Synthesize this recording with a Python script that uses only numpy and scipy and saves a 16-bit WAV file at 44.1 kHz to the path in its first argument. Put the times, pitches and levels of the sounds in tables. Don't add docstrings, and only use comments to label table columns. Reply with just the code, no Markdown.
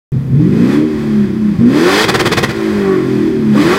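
import sys
import numpy as np
from scipy import signal
from scipy.fft import rfft, irfft
from scipy.io import wavfile
from scipy.ndimage import uniform_filter1d, minimum_filter1d

SR = 44100
rng = np.random.default_rng(int(sys.argv[2]) if len(sys.argv) > 2 else 0)


def generate_wav(sig):
    pcm = np.round(np.clip(np.atleast_2d(sig).T, -1, 1) * 32767).astype(np.int16)
    wavfile.write(sys.argv[1], SR, pcm)


def gain_from_db(level_db):
    decades = np.asarray(level_db, float) / 20
    return 10 ** decades


N = 166698

# (opens [s], shuts [s])
THROTTLE = [
    (0.051, 0.836),
    (1.592, 2.047),
    (3.543, 3.9),
]


def curve(points, values):
    return np.interp(np.arange(N) / SR, points, values)


def unit(x):
    return x / np.sqrt(np.mean(x ** 2))


def walk(rate):
    k = int(SR / rate)
    steps = np.repeat(rng.standard_normal(N // k + 1), k)
    return 1.51 * uniform_filter1d(uniform_filter1d(steps, k), k)[:N]


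def ring(x, peaks, flip=True, order=1):
    out = 0
    for k, (hz, width, db) in enumerate(peaks):
        y = x
        for _ in range(order):
            y = signal.lfilter(*signal.iirpeak(hz, hz / width, SR), y)
        out = out + (-1) ** (k * flip) * gain_from_db(db) * y
    return out


def colour(x, spectrum):
    hz, db = np.array(spectrum).T
    f = np.arange(N // 2 + 1) * SR / N + 1
    gain = gain_from_db(np.interp(np.log(f), np.log(hz), db))
    return unit(irfft(rfft(x) * gain, N))


def gate(start, stop, rise, fall):
    t = np.arange(N) / SR
    return np.clip((t - start) / rise, 0, 1) * np.exp(-np.clip(t - stop, 0, 9) / fall)


def air():
    # (frequency [Hz], density [dB per Hz])
    air_spectrum = [(20, -15.5), (60, -1), (150, 2), (600, -20.5), (4000, -47), (15000, -48)]
    swell = gain_from_db(-31 + 1.47 * walk(5.58))
    return swell * colour(rng.standard_normal(N), air_spectrum)


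def echoes(dry):
    wall_s, wall_db, yard_t60_s, yard_db = .017, -14.5, 0.53, -11.5
    t = np.arange(SR // 2) / SR
    yard = rng.standard_normal(len(t)) * gain_from_db(-60 * t / yard_t60_s) * (t > .02)
    yard = signal.lfilter([.5], [1, -.5], yard / np.sqrt(np.sum(yard ** 2)))
    wall = np.roll(dry, int(wall_s * SR))
    return gain_from_db(wall_db) * wall + gain_from_db(yard_db) * signal.fftconvolve(dry, yard)[:N]


def thumps():
    # (time [s], level [dB], pitch [Hz], decay [s])
    slaps = [
        (0.159, -6.5, 135.8, .03),
        (0.301, -12, 106.4, 0.029),
        (.385, -7.5, 305, 0.055),
        (1.588, -6, 123, 0.013),
        (2.485, -18.5, 119, 0.013),
        (3.546, -17, 516, 0.023),
        (3.576, -13.5, 1152, 0.007),
    ]
    t = np.arange(N) / SR
    out = 0
    for start, db, hz, decay in slaps:
        envelope = gate(start, start + 0.43 * decay, 0.32 * decay, decay)
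        out = out + gain_from_db(db) * envelope * np.sin(2 * np.pi * hz * (t - start))
    return out


def limiter_boom(cut, burst):
    boom = ring(rng.standard_normal(N), [(133, 90, 0), (350, 120, -3)], order=2)
    return gain_from_db(-20) * cut * (0.62 + burst) * unit(boom)


def firings(cycle, scatter_db):
    cylinder_db = [-7.5, -3.5, -6, -2, -5, -1.5, -13, -5.5]
    count = np.floor(cycle * 8).astype(int)
    number = np.arange(count[-1] + 1)
    scatter = scatter_db * rng.standard_normal(N)[:len(number)]
    size = gain_from_db(np.array(cylinder_db)[number % 8] + scatter)
    return size[count], np.diff(count, prepend=0) * size[count]


def tail_tip(x):
    # (frequency [Hz], width [Hz], level [dB])
    tip_modes = [(790, 22, -7), (1063, 61, -6), (1916, 500, -2.5), (2516, 120, -3), (3353, 400, -5),
                 (4240, 190, -5.5), (4790, 350, -1.5), (5980, 63, -6), (7810, 70, -2.5)]
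    return x + 1.33 * ring(x, tip_modes, flip=False)


def shell_buzz(clicks, hz):
    # (frequency [Hz], width [Hz], level [dB])
    shell_modes = [(605, 52, 1), (780, 76, -2), (1120, 170, 0.5), (1386, 160, -4), (1810, 570, -6.5)]
    shell = unit(ring(clicks + 0.077 * rng.standard_normal(N), shell_modes, order=2))
    buzz_cycle_hz, spread_hz = 46.8, 2.4
    match = np.exp(-((hz - buzz_cycle_hz) / spread_hz) ** 2)
    return (gain_from_db(-14) + gain_from_db(1.5) * match) * shell


def gas(cycle, hz, bright):
    # (frequency [Hz], density [dB per Hz])
    load_spectrum = [(260, -63), (450, 1), (554, -12), (767, -4), (1180, -4), (1840, -6.5), (2290, -12),
                     (3270, -8.5), (15500, -31.5)]
    coast_spectrum = [(260, -36), (450, -0.5), (605, -6.5), (671, -11.5), (1080, -10), (1920, -14.5),
                      (2820, -18.5), (4400, -25), (15500, -39.5)]
    size, clicks = firings(cycle, scatter_db=0.5)
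    pulse = np.exp(-(cycle * 8 % 1) / 0.16)
    puff = (2.8 + size * pulse) * rng.standard_normal(N) + clicks

    crackle_db, crackle_per_s = -3.5, 700
    struck = rng.random(N) < crackle_per_s / SR
    sparks = struck * gain_from_db(6.5 * rng.exponential(size=N)) * np.sign(rng.standard_normal(N))
    buzz = shell_buzz(clicks, hz)

    roar = colour(tail_tip(unit(puff) + gain_from_db(crackle_db) * unit(sparks)), load_spectrum)
    coast = colour(tail_tip(puff), coast_spectrum) + buzz
    rasp = bright * roar + (1 - bright) * coast
    notch_hz, width_hz, share = 2780, 243, 0.59
    return rasp - share * ring(rasp, [(notch_hz, width_hz, 0)])


def silencer(x):
    damped = signal.sosfilt(signal.cheby1(6, 1, 386, fs=SR, output="sos"), x)
    return damped + gain_from_db(-9) * x


def note(cycle, hz, load, burst):
    # (order [per engine cycle], under load [dB], coasting [dB], coasting slope [dB per speed doubling])
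    order_db = [(2, -19, -17, 1), (3, -23.5, -9.5, -1.5), (4, -12, -3, 3), (5, -18.5, -11.5, 6.5),
                (6, -8, 1.45, -2.5), (7, -15, -2.5, 4), (8, 0.57, -4, 16.5), (9, -14.5, -7.5, 10),
                (10, -9, -9, -3), (11, -18, -13.5, -7.5), (12, -12.5, -17.5, -1.5), (13, -17, -19, 1),
                (14, -12.5, -26.5, 10), (16, -12, -25, -5)]
    # (frequency [Hz], width [Hz], level [dB])
    hot_pipe = [(71, 39, -15), (139.2, 31.6, -1), (235.6, 46.3, -1.43), (305, 47, -2), (358, 73.5, -3),
                (520, 160, -15.5)]
    cool_pipe = [(70, 60, -21), (139, 26, -6.5), (210.35, 16.5, 8), (268.6, 23, -7), (324.7, 32, -5),
                 (379.2, 34, -3)]
    order, on_db, off_db, slope_db = np.array(order_db).T[:, :, None]
    waves = []
    for k in order[:, 0]:
        flutter = gain_from_db(2.24 * walk(9))
        phase = 0.23 * walk(14) + 6 * rng.random()
        waves.append(flutter * np.sin(2 * np.pi * k * cycle + phase))
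    waves = np.array(waves)
    rumble = colour(rng.standard_normal(N), [(20, -24.5), (100, -8), (500, -4), (900, -22.5)])

    tip_in = gain_from_db(-1) * sum(gate(a, a + 0.031, 0.0056, 0.13) for a, b in THROTTLE[2:])
    hot = load * ((gain_from_db(on_db) * waves).sum(0) + gain_from_db(-11.5) * rumble)
    hot = hot + (gain_from_db(3.5) * burst + tip_in) * rumble

    mid_cycle_hz = 40
    coast_db = off_db + slope_db * np.log2(hz / mid_cycle_hz)
    coast = (gain_from_db(coast_db) * waves).sum(0) + gain_from_db(-19.5) * rumble
    cool = ring((1 - load) * coast, cool_pipe, flip=False, order=2)
    return ring(hot, hot_pipe) + silencer(cool)


def scene():
    # (time [s], engine cycles [Hz])
    speed = [(.12, 17.1), (.26, 16.2), (.35, 17.2), (.57, 27.6), (.75, 36.7), (.85, 39.2), (.96, 36.9),
             (1.06, 36.4), (1.56, 27.6), (1.65, 29.6), (1.88, 46.4), (2.05, 56.9), (2.5, 56.6),
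             (2.65, 53.4), (3.05, 43.8), (3.52, 34.5), (3.59, 36.8), (3.78, 50.8)]
    # (time [s], exhaust note [dB], gas flow [dB])
    effort = [(.12, -9, -43.5), (.27, -13.5, -44), (.33, -3.5, -42), (.58, -2.5, -31), (.75, -5, -26),
              (.85, -4, -34.5), (1.0, -10, -32), (1.55, -6, -37), (1.66, -3, -31.5), (1.769, -5, -18.5),
              (1.92, -6.5, -13.5), (2.05, -4.5, -9.5), (2.5, -9, -15), (2.62, -11, -26), (2.9, -3.5, -29),
              (3.521, -6, -32.5), (3.602, -6, -17), (3.78, -10.5, -18.5)]
    # (fuel returns [s], length [s], level [dB])
    limiter = [
        (2.08, .024, 1),
        (2.138, .024, -1),
        (2.191, .024, 0),
        (2.251, .027, -1),
        (2.314, .024, 0),
        (2.367, .026, 0),
        (2.426, .022, .3),
        (2.488, .03, -11),
    ]
    s, note_db, gas_db = np.array(effort).T
    hz = curve(*np.array(speed).T)
    cycle = np.cumsum(hz) / SR

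    burst = sum(gain_from_db(db) * gate(a, a + length, 0.0082, 0.0031) for a, length, db in limiter)
    cut = gate(2.047, 2.518, 0.011, .06)
    valve = sum(gate(a, b, .02, .04) for a, b in THROTTLE)
    load = np.clip(valve * (1 - cut) + burst, 0, 1)

    note_level = gain_from_db(curve(s, note_db)) * (gain_from_db(-5.5 * cut) + gain_from_db(-35) * burst)
    low = note(cycle, hz, load, burst) * note_level
    flow_db = curve(s, gas_db)
    gas_level = gain_from_db(flow_db - 15 * cut + .8 * walk(13)) + gain_from_db(-12) * burst
    dull_below_db, bright_span_db = -21.5, 14.5
    bright = load * np.clip((flow_db - dull_below_db) / bright_span_db, 0, 1)

    dry = low + limiter_boom(cut, burst) + gas(cycle, hz, bright) * gas_level + thumps()
    return (dry + echoes(dry) + air())[None]


def band_limit(x):
    return signal.sosfilt(signal.butter(12, 15950, fs=SR, output="sos"), x)


def record(dry):
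    start_s, limit_db, hold_s, top_hz = .1195, 1.2, 0.0063, 15700
    click = gain_from_db(-36.5) * gate(start_s, start_s, 1 / SR, 0.00071) * rng.standard_normal(N)
    x = gain_from_db(1) * dry + click
    hold = int(hold_s * SR)
    room = minimum_filter1d(np.minimum(1, gain_from_db(limit_db) / (np.abs(x) + 1e-9)), 2 * hold)
    x = x * uniform_filter1d(room, hold) * (np.arange(N) > start_s * SR)
    x = signal.sosfilt(signal.ellip(8, .2, 70, top_hz, fs=SR, output="sos"), x)
    return band_limit(x)


dry = scene()
out = record(dry)
generate_wav(out)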